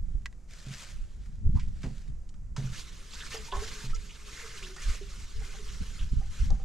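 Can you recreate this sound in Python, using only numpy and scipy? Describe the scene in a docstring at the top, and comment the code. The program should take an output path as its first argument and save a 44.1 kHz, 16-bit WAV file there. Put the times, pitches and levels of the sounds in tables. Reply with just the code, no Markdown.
"""Water poured from a plastic jerrycan into a metal kettle, outdoors beside a block wall.
First the cap snaps off and the can is dragged and tipped, its hollow body booming dully.
Then the jet hisses and drives bubbles under; the kettle gurgles and rings, its pitch bent by the
sloshing, and air glugs back into the can, mostly towards the end. The stereo microphone picks up
a brief answer from wall and ground, and wind rumbles and thumps on it throughout."""
import sys
import numpy as np
from scipy import signal
from scipy.fft import rfft, irfft, next_fast_len
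from scipy.io import wavfile
from scipy.ndimage import uniform_filter1d, map_coordinates

SR = 44100
rng = np.random.default_rng(int(sys.argv[2]) if len(sys.argv) > 2 else 0)


def transcribe(signal):
    """Save signal, clipped to [-1, 1], as a 16-bit WAV file at the path in sys.argv[1]."""
    frames = np.atleast_2d(signal).T
    limited = np.clip(frames, -1, 1)
    pcm = np.round(limited * 32767).astype(np.int16)
    wavfile.write(sys.argv[1], SR, pcm)


N = 293176
POUR_START_S = 2.566


def amp(db):
    return 10 ** (np.asarray(db) / 20)


def unit(x):
    return x / np.sqrt(np.mean(x ** 2) + 1e-20)


def peaked(x):
    return x / np.abs(x).max()


def along(points, hz):
    """Read (frequency, value) points on a log frequency axis."""
    f, values = np.transpose(points)
    return np.interp(np.log(hz + 1), np.log(f + 1), values)


def curves(rows):
    """One value per sample for each column after the time."""
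    times, *columns = np.transpose(rows)
    return [np.interp(np.arange(N) / SR, times, column) for column in columns]


def wobble(rate):
    """A smooth random curve, rate knots a second."""
    return map_coordinates(rng.standard_normal(int(N * rate / SR) + 4), [np.arange(N) * rate / SR])


def filtered(x, response):
    """Pass x through a response given as a function of frequency."""
    n = x.shape[-1]
    padded = next_fast_len(n + SR // 4)
    return irfft(rfft(x, padded) * response(np.fft.rfftfreq(padded, 1 / SR)), padded)[..., :n]


def resonance(f, hz, width):
    return 1j * f * width / (hz * hz - f * f + 1j * f * width)


def contact_band(hz):
    """Small hard contacts radiate neither bass nor the highest treble."""
    return hz ** 2 / (hz ** 2 + 850 ** 2) / (1 + (hz / 8000) ** 10)


def add(track, s, sound):
    """Mix a sound in at s seconds."""
    rest = track[..., max(round(s * SR), 0):][..., :sound.shape[-1]]
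    rest += sound[..., :rest.shape[-1]]


def spread(pair, spectrum):
    """Two unrelated signals become one coloured stereo sound of rms 1."""
    # likeness of the microphone's two sides: f/Hz, correlation
    likeness = [(60, 0.85), (600, 0.74), (7000, 0.86), (13000, 1)]

    def mid_side(hz):
        angle = np.arccos(np.clip(along(likeness, hz), -1, 1)) / 2
        return amp(along(spectrum, hz)) * [np.cos(angle), np.sin(angle)]
    mid, side = filtered(pair, mid_side)
    return unit(np.array([mid + side, mid - side]))


def rush(spectrum, patchy_db):
    """Stereo noise with patches of random gain in time and frequency."""
    cells = signal.stft(rng.standard_normal((2, N)), nperseg=512)[2]
    patches = uniform_filter1d(rng.standard_normal(cells.shape[1:]), size=6, axis=0)
    patches = unit(uniform_filter1d(patches, size=5, axis=1))
    noise = signal.istft(cells * amp(patchy_db * patches), nperseg=512)[1]
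    return spread(noise[:, :N], spectrum)


def swells(rows, attack_s, sag_db_per_s, release_s):
    """Summed power of strokes that each rise, sag slowly while they last, and die away."""
    power = np.zeros(N)
    for s, length, db in rows:
        age = np.maximum(np.arange(N) / SR - s, 0)
        release = np.exp(-np.maximum(age - length, 0) / release_s)
        power += (amp(db - sag_db_per_s * age) * np.minimum(age / attack_s, 1) * release) ** 2
    return power


def wind(rumble_gain_db=5.5, gust_db=2, puff_cycles=3.46):
    """Eddies rumble on the microphone over faint outdoor air; the sharpest arrive as single thumps."""
    # strength of the breeze: t/s, level/dB
    breeze = [(0.0, -34.5), (0.41, -50), (0.8, -52.5), (1.41, -42), (1.57, -29.5), (1.81, -42), (2.48, -44),
              (3.07, -50), (3.6, -47.5), (4.24, -50.5), (5.15, -45.5), (6.65, -38)]
    # puffs on the microphone, the shorter the brighter: t/s, peak level/dB, half length/s
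    puffs = [(0.16, -19.5, 0.016), (1.01, -27, 0.062), (1.463, -12, 0.019), (1.498, -14, 0.0047),
             (1.555, -10, 0.016), (2.096, -26.5, 0.012), (3.576, -23.5, 0.037), (3.934, -21.5, 0.087),
             (4.894, -18, 0.032), (5.393, -25.5, 0.048), (5.817, -23, 0.0074), (6.031, -19, 0.022),
             (6.134, -19, 0.0086), (6.182, -16.5, 0.018), (6.435, -17.5, 0.029), (6.519, -11.5, 0.022)]
    # spectrum of the rumble: f/Hz, relative level/dB
    rumble_spectrum = [(25, 2), (50, -2.5), (100, -18), (200, -22), (400, -60.5), (1000, -110)]
    # spectrum of a puff: f/Hz, relative level/dB
    puff_spectrum = [(10, 5.5), (35, 8.5), (95, -3.5), (170, -10.5), (280, -20.5), (400, -30.5),
                     (4000, -120)]
    # spectrum of the open air: f/Hz, relative level/dB
    air_spectrum = [(100, -13), (400, -29.5), (800, -38), (2000, -42.5), (3500, -51), (7000, -42),
                    (15000, -66.5)]
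    breeze_db, = curves(breeze)
    eddies = spread(rng.standard_normal((2, N)), rumble_spectrum)
    local_power = np.abs(uniform_filter1d(np.mean(eddies ** 2, 0), size=3500))
    eddies /= np.sqrt(local_power + 0.03)  # evened out, so breeze and gusts set the level
    out = amp(breeze_db + rumble_gain_db + gust_db * wobble(17)) * eddies
    t = np.arange(SR // 4) / SR - 1 / 8
    buffet = spread(rng.standard_normal((2, N)), puff_spectrum)
    for s, db, half in puffs:
        start = s + t[0]
        eddy = buffet.take(round(start * SR) + np.arange(len(t)), axis=1, mode="wrap")
        eddy = filtered(eddy, lambda f: 1 / (1 + (f * half / puff_cycles) ** 2))
        envelope = np.hanning(len(t)) * np.exp(-.5 * (t / half) ** 2)
        add(out, start, amp(db) * peaked(envelope * eddy))
    return out + amp(-58 + wobble(4.28)) * spread(rng.standard_normal((2, N)), air_spectrum)


def rubbing(flutter_db=2, grit_db=2, ticks_per_s=14, tick_db=-56, tick_s=0.003):
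    """Sleeves and the can's base slide: a gritty hiss that swells unevenly and catches in ticks."""
    # slides of sleeves and can: t/s, length/s, level/dB
    slides = [(.01, 0.19, -73), (.475, 0.25, -51.5), (.69, 0.19, -46.5), (.95, 0.41, -63.5),
              (1.5, 0.53, -63.5), (1.76, 0.25, -58)]
    # spectrum of the friction: f/Hz, relative level/dB
    friction_spectrum = [(250, -36), (550, -5.5), (800, -15.5), (1400, -4), (7300, -7.5), (10800, -22),
                         (15500, -34)]
    sliding = np.sqrt(swells(slides, attack_s=0.06, sag_db_per_s=17, release_s=0.092))
    grip = unit(amp(flutter_db * wobble(29.96) + grit_db * wobble(700)))
    catches = (rng.random(N) < ticks_per_s / SR) * rng.uniform(0.43, 2.1, N) * np.sqrt(peaked(sliding))
    ticks = amp(tick_db) * signal.lfilter([1], [1, -np.exp(-1 / (tick_s * SR))], catches)
    slightly_left = amp([[.8], [-.8]])
    return (sliding * grip + ticks) * rush(friction_spectrum, patchy_db=1.5) * slightly_left


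def cap(ring_t60_s=0.028, crack_t60_s=0.012):
    """The plastic cap snaps free and rattles: a sharp crack, then its short, hard ring."""
    # snaps of the cap: t/s, peak level/dB
    snaps = [(0.258, -26.5), (0.2632, -31), (0.327, -49)]
    # modes of the cap: f/Hz, relative level/dB
    modes = [(1087, -4.5), (1640, -2.5), (1960, -1), (2530, -10), (6374, -15)]
    out, t = np.zeros(N), np.arange(SR // 10) / SR
    for s, db in snaps:
        ring = sum(amp(level) * np.sin(2 * np.pi * (hz * t + rng.random())) for hz, level in modes)
        ring *= amp(-60 * t / ring_t60_s)
        crack = rng.standard_normal(len(t)) * amp(4 - 60 * t / crack_t60_s)
        add(out, s, amp(db) * peaked(filtered(ring + crack, contact_band)))
    return out


def vessel_ring(t, modes, tilt_db, pitch, slosh, glide=0, slosh_hz=5, flutter_db=3.5):
    """A struck vessel rings; the water moving inside bends each mode and makes it flutter."""
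    ring = 0
    for hz, db, t60 in modes:
        bend = 1 + glide * t + slosh * np.sin(2 * np.pi * (slosh_hz * t + rng.random()))
        flutter = map_coordinates(rng.standard_normal(len(t)), [t * 90], order=1)
        level = db + tilt_db * np.log2(hz / modes[0][0]) + flutter_db * flutter
        phase = 2 * np.pi * (np.cumsum(hz * pitch * bend) / SR + rng.random())
        ring += amp(level - 60 * t / t60) * np.sin(phase)
    return ring


def can_bumps(slap_db=-6.5, slap_t60_s=0.25, attack_s=0.0022):
    """The soft jerrycan booms when bumped, while water slaps its wall."""
    # bumps of the can: t/s, level/dB, brightness/(dB per octave)
    bumps = [(0.667, -39.5, -10), (1.837, -36.5, 1), (2.579, -32.5, -7), (2.635, -36, -11.5),
             (3.839, -39, -11.5)]
    # modes of the can, before the pitch factor: f/Hz, relative level/dB, t60/s
    modes = [(134.9, 5, 0.32), (183, -10, 0.6), (213.3, -1, 0.39), (260.6, -6.5, 0.35)]
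    out, t = np.zeros(N), np.arange(SR // 2) / SR
    for s, db, tilt_db in bumps:
        slap = unit(filtered(rng.standard_normal(len(t)), lambda f: resonance(f, 320, 460) ** 2))
        slap *= amp(slap_db + tilt_db - 60 * t / slap_t60_s)
        boom = vessel_ring(t, modes, tilt_db, pitch=0.96, slosh=0.027)
        add(out, s, amp(db) * (boom + slap) * (1 - np.exp(-t / attack_s)))
    return out


def bubbles(times, hz, cycles, scatter_db, samples, ring_samples, rise=0.012):
    """Each bubble rings for some cycles and climbs in pitch as it nears the surface."""
    t = np.arange(ring_samples) / SR
    age = t * hz[:, None] / cycles
    phase = 2 * np.pi * hz[:, None] * t * (1 + rise * np.minimum(age, 2))
    envelope = np.exp(-age) * (1 - np.exp(-10 * age)) * (1 - t / t[-1])
    strength = amp(scatter_db * np.minimum(rng.exponential(size=(len(hz), 1)), np.pi))
    rings = strength * envelope * np.sin(phase)
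    positions = (times * SR).astype(int)[:, None] + np.arange(ring_samples)
    return np.bincount(positions.ravel(), rings.ravel(), samples)[:samples]


def splash(hz, length_s, climb=0):
    """One splash releases a quick run of like-sized bubbles, climbing or falling in pitch; peak 1."""
    order = np.linspace(0, 1, 15)
    jitter, detune = rng.standard_normal((2, len(order))) * [[.35], [.16]]
    times = length_s * order * np.exp(jitter)
    pitches = hz * 2 ** (climb * (order - .5) + detune)
    return peaked(bubbles(times, pitches, cycles=5.5, scatter_db=1, samples=SR // 7, ring_samples=2000))


def loud_splashes():
    """The few splashes that stand out singly, each a run of bubbles."""
    # bubble runs: t/s, peak level/dB, f/Hz, length/s, climb/octaves
    runs = [(1.558, -42.5, 1004, 0.035, 0.13), (3.109, -39.5, 4180, 0.058, -0.17),
            (3.204, -34.5, 3250, 0.017, -.1), (3.206, -38.5, 1800, 0.046, -0.0008),
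            (3.517, -35, 3240, .014, 0.16), (3.946, -35.5, 5700, 0.011, 0.21), (4.093, -42, 2630, .025, 0),
            (4.373, -41.5, 2030, 0.058, 0.079), (4.626, -36.5, 3000, 0.022, 0.53),
            (5.991, -41, 2930, 0.019, -0.21)]
    out = np.zeros(N)
    for s, db, hz, length_s, climb in runs:
        add(out, s, amp(db) * splash(hz, length_s, climb))
    return out


def rim_clicks():
    """Can and kettle rim touch: short dry contacts, each one resonance under a bright crack."""
    # hard contacts: t/s, peak level/dB, f/Hz, t60/s
    contacts = [(1.595, -41, 2090, 0.12), (1.832, -37.5, 1870, 0.13), (2.291, -46, 6900, 0.03),
                (2.341, -53, 1380, 0.044), (2.564, -33, 1050, 0.088), (4.764, -35.5, 1170, 0.086),
                (6.504, -34.5, 5200, 0.014)]
    out, t = np.zeros(N), np.arange(SR // 6) / SR
    for s, db, hz, t60 in contacts:
        burst = rng.standard_normal(len(t)) * amp(-60 * t / t60)
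        colour = lambda f: (resonance(f, hz, hz / 2) + .25 * resonance(f, 5500, 15000)) * contact_band(f)
        add(out, s, amp(db) * peaked(filtered(burst, colour)))
    return out


def flow(trickle_db=-55.5, taper_start_s=5.84, taper_db_per_s=11.5):
    """Strength of the pour: surges on a trickle that thins as the can is eased back."""
    # surges from the spout: t/s, length/s, level/dB
    surges = [(2.56, 0.31, -57.5), (2.72, 0.09, -47.5), (3.1, 0.39, -49), (3.29, 0.057, -42),
              (3.53, 0.33, -46), (4.24, 0.465, -49.5), (4.78, 0.18, -46.5), (5.07, 0.18, -57),
              (5.39, 0.65, -53), (6.29, 0.17, -51.5)]
    t = np.arange(N) / SR
    trickle = amp(trickle_db - taper_db_per_s * np.maximum(t - taper_start_s, 0))
    surge_power = swells(surges, attack_s=0.043, sag_db_per_s=6, release_s=0.024)
    return (t > POUR_START_S) * np.sqrt(trickle ** 2 + surge_power)


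def froth(low_hz, high_hz, cycles, scatter_db, count):
    """Two unrelated, steady streams of random bubbles."""
    streams = []
    for _ in range(2):
        times = rng.uniform(0, N / SR, count)
        pitches = low_hz * (high_hz / low_hz) ** rng.random(count)
        streams.append(bubbles(times, pitches, cycles, scatter_db, N, ring_samples=900, rise=0.04))
    return np.array(streams)


def pour(echo_t60_s=0.11, flutter_db=1.3):
    """The jet hisses and drives bubbles under, both in step with the flow."""
    # spectrum of the spray: f/Hz, relative level/dB
    spray_spectrum = [(250, -6.5), (540, -8), (740, -17.5), (930, -14), (1120, -6.5), (6850, -4.5),
                      (10700, -19), (12100, -21), (15500, -40)]
    # colour of the bubbles churning in the kettle: f/Hz, relative level/dB
    churn_spectrum = [(860, -12), (1100, 1), (1900, 3.5), (3000, -4.5), (7000, -30)]
    spray = rush(spray_spectrum, patchy_db=2.2)
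    fizz = amp(-8) * spread(froth(2486, 11920, cycles=8.5, scatter_db=-1.5, count=4500), spray_spectrum)
    # bubbles echo inside the kettle, which leaves many narrow, steady peaks
    t = np.arange(SR // 8) / SR
    echo = rng.standard_normal((1, len(t))) * amp(-60 * t / echo_t60_s)
    popping = froth(779, 3330, cycles=6.1, scatter_db=3, count=2200)
    churn = amp(-7) * spread(signal.fftconvolve(popping, echo, axes=1)[:, :N], churn_spectrum)
    return flow() * amp(flutter_db * wobble(60)) * (spray + fizz + churn)


def spatter(count=50, low_hz=1427, high_hz=7030, over_flow_db=1.5):
    """Small splashes at random moments of the pour, their strength following the flow."""
    out, strength = np.zeros(N), flow() * amp(over_flow_db)
    for when, pitch in rng.random((count, 2)):
        s = POUR_START_S + when * (N / SR - POUR_START_S)
        hz = low_hz * (high_hz / low_hz) ** pitch
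        add(out, s, strength[int(s * SR)] * splash(hz, length_s=0.021))
    return out


def gurgle(width_hz=70, swing_db=3.5, wander=0.04):
    """The stream stirs the air in the kettle: a hollow resonance, uneven in level and pitch."""
    # air resonance as the water rocks: t/s, f/Hz, level/dB
    air_resonance = [(2.9, 388, -73), (3.3, 457, -65.5), (3.7, 440, -59), (4.15, 409, -70),
                     (4.42, 451.4, -55), (4.75, 381, -65), (5.28, 407, -77), (5.39, 420.7, -61),
                     (5.78, 404.7, -60), (5.95, 420, -78)]
    hz, db = curves(air_resonance)
    stirring = wobble(width_hz) + 1j * wobble(width_hz)
    phase = 2 * np.pi * np.cumsum(hz * (1 + wander * wobble(20))) / SR
    hollow = unit(amp(swing_db * wobble(20)) * np.real(stirring * np.exp(1j * phase)))
    return (np.arange(N) / SR > POUR_START_S) * amp(db) * hollow


def plinks():
    """Large single bubbles ring out above the spray."""
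    # large bubbles: t/s, peak level/dB, f/Hz
    large_bubbles = [(3.325, -42.5, 1785), (3.371, -36, 4860), (3.482, -45.5, 902), (3.932, -42.5, 1293),
                     (4.782, -44, 1850)]
    out, n = np.zeros(N), SR // 10
    for s, db, hz in large_bubbles:
        ring = bubbles(np.zeros(1), np.array([hz]), cycles=20, scatter_db=0, samples=n, ring_samples=n)
        add(out, s, amp(db) * peaked(ring))
    return out


def kettle_knocks(gain_db=-1, slap_db=-1.5, slap_t60_s=0.22, attack_s=0.0015):
    """Knocks and slaps make the metal kettle clang briefly, each with a rough splash."""
    # knocks: t/s, relative level/dB, brightness/(dB per octave), pitch factor, glide/(share per s)
    knocks = [(3.343, -44, -12, 1.13, -0.54), (3.523, -41, 3.5, 0.98, .5), (3.551, -44, 0.5, 1, -0.0092),
              (3.614, -44, -13, 1.04, 0.98), (4.617, -45, -27, .97, -0.76), (4.685, -49.5, -28, .95, -0.29),
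              (5.011, -46.5, -30, 1, -0.33)]
    # modes of the kettle, before the pitch factor: f/Hz, relative level/dB, t60/s
    modes = [(402.7, 4, 0.23), (579, -3.5, 0.19), (774, -9, 0.38), (880, 0, 0.15), (1088, 1.5, 0.28),
             (1017, 3, 0.15), (1520, -10, 0.21), (1780, -8, 0.16)]
    out, t = np.zeros(N), np.arange(SR // 2) / SR
    slap_band = lambda f: resonance(f, 510, 2000) ** 2 / (1 + (f / 1800) ** 10)
    for s, db, tilt_db, pitch, glide in knocks:
        slap = unit(filtered(rng.standard_normal(len(t)), slap_band))
        slap *= amp(slap_db + tilt_db / 2 - 60 * t / slap_t60_s)
        clang = vessel_ring(t, modes, tilt_db, pitch, slosh=0.023, glide=glide)
        add(out, s, amp(db + gain_db) * (clang + slap) * (1 - np.exp(-t / attack_s)))
    return out


def glugs(t60_s=0.2):
    """Air gulps back into the can and rings in its neck: a rough, hollow knock."""
    # gulps of air: t/s, peak level/dB
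    gulps = [(3.345, -41.5), (5.41, -50), (5.533, -50), (6.21, -46.5), (6.502, -38.5), (6.593, -47.5)]
    # resonances of the neck cavity: f/Hz, width/Hz, relative level/dB
    modes = [(510, 100, -2), (797, 29, 5.5), (1173, 150, -11)]
    out, t = np.zeros(N), np.arange(SR // 4) / SR
    neck = lambda f: sum((-1) ** k * amp(db) * resonance(f, hz, width)
                         for k, (hz, width, db) in enumerate(modes))
    for s, db in gulps:
        gulp = rng.standard_normal(len(t)) * amp(-60 * t / t60_s)
        add(out, s, amp(db) * peaked(filtered(gulp, neck)))
    return out


def wall(x, t60_s=0.066, delay_s=0.003):
    """The nearby ground and wall scatter a brief answer, different on each side of the microphone."""
    t = np.arange(SR // 6) / SR
    tail = rng.standard_normal((2, len(t))) * amp(-60 * t / t60_s) * (t > delay_s)
    return signal.fftconvolve(x[None], tail / np.linalg.norm(tail[0]), axes=1)[:, :N]


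def scene():
    """Short sounds sit centre and come back off the wall; pour, rubbing and wind are heard direct."""
    water = loud_splashes() + plinks() + spatter() + glugs()
    handling = cap() + rim_clicks() + can_bumps() + kettle_knocks()
    events = water + handling
    return events + amp(-14.5) * wall(events) + pour() + gurgle() + rubbing() + wind()


def record(dry, left_lag_s=1.25e-5, top_hz=15600):
    """Stereo microphone: its ports differ in colour, the right is reached first, the top is cut off."""
    # imbalance of the ports: f/Hz, left minus right level/dB
    imbalance = [(50, -2), (300, -0.5), (4500, -2), (8000, 0.5), (13000, 3.5)]
    side = np.array([[.5], [-.5]])
    colour = lambda hz: amp(side * along(imbalance, hz))
    delay = lambda hz: np.exp(-2j * np.pi * hz * side * left_lag_s)
    return filtered(dry, lambda hz: colour(hz) * delay(hz) * (hz < top_hz))


dry = scene()
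out = record(dry)
transcribe(out)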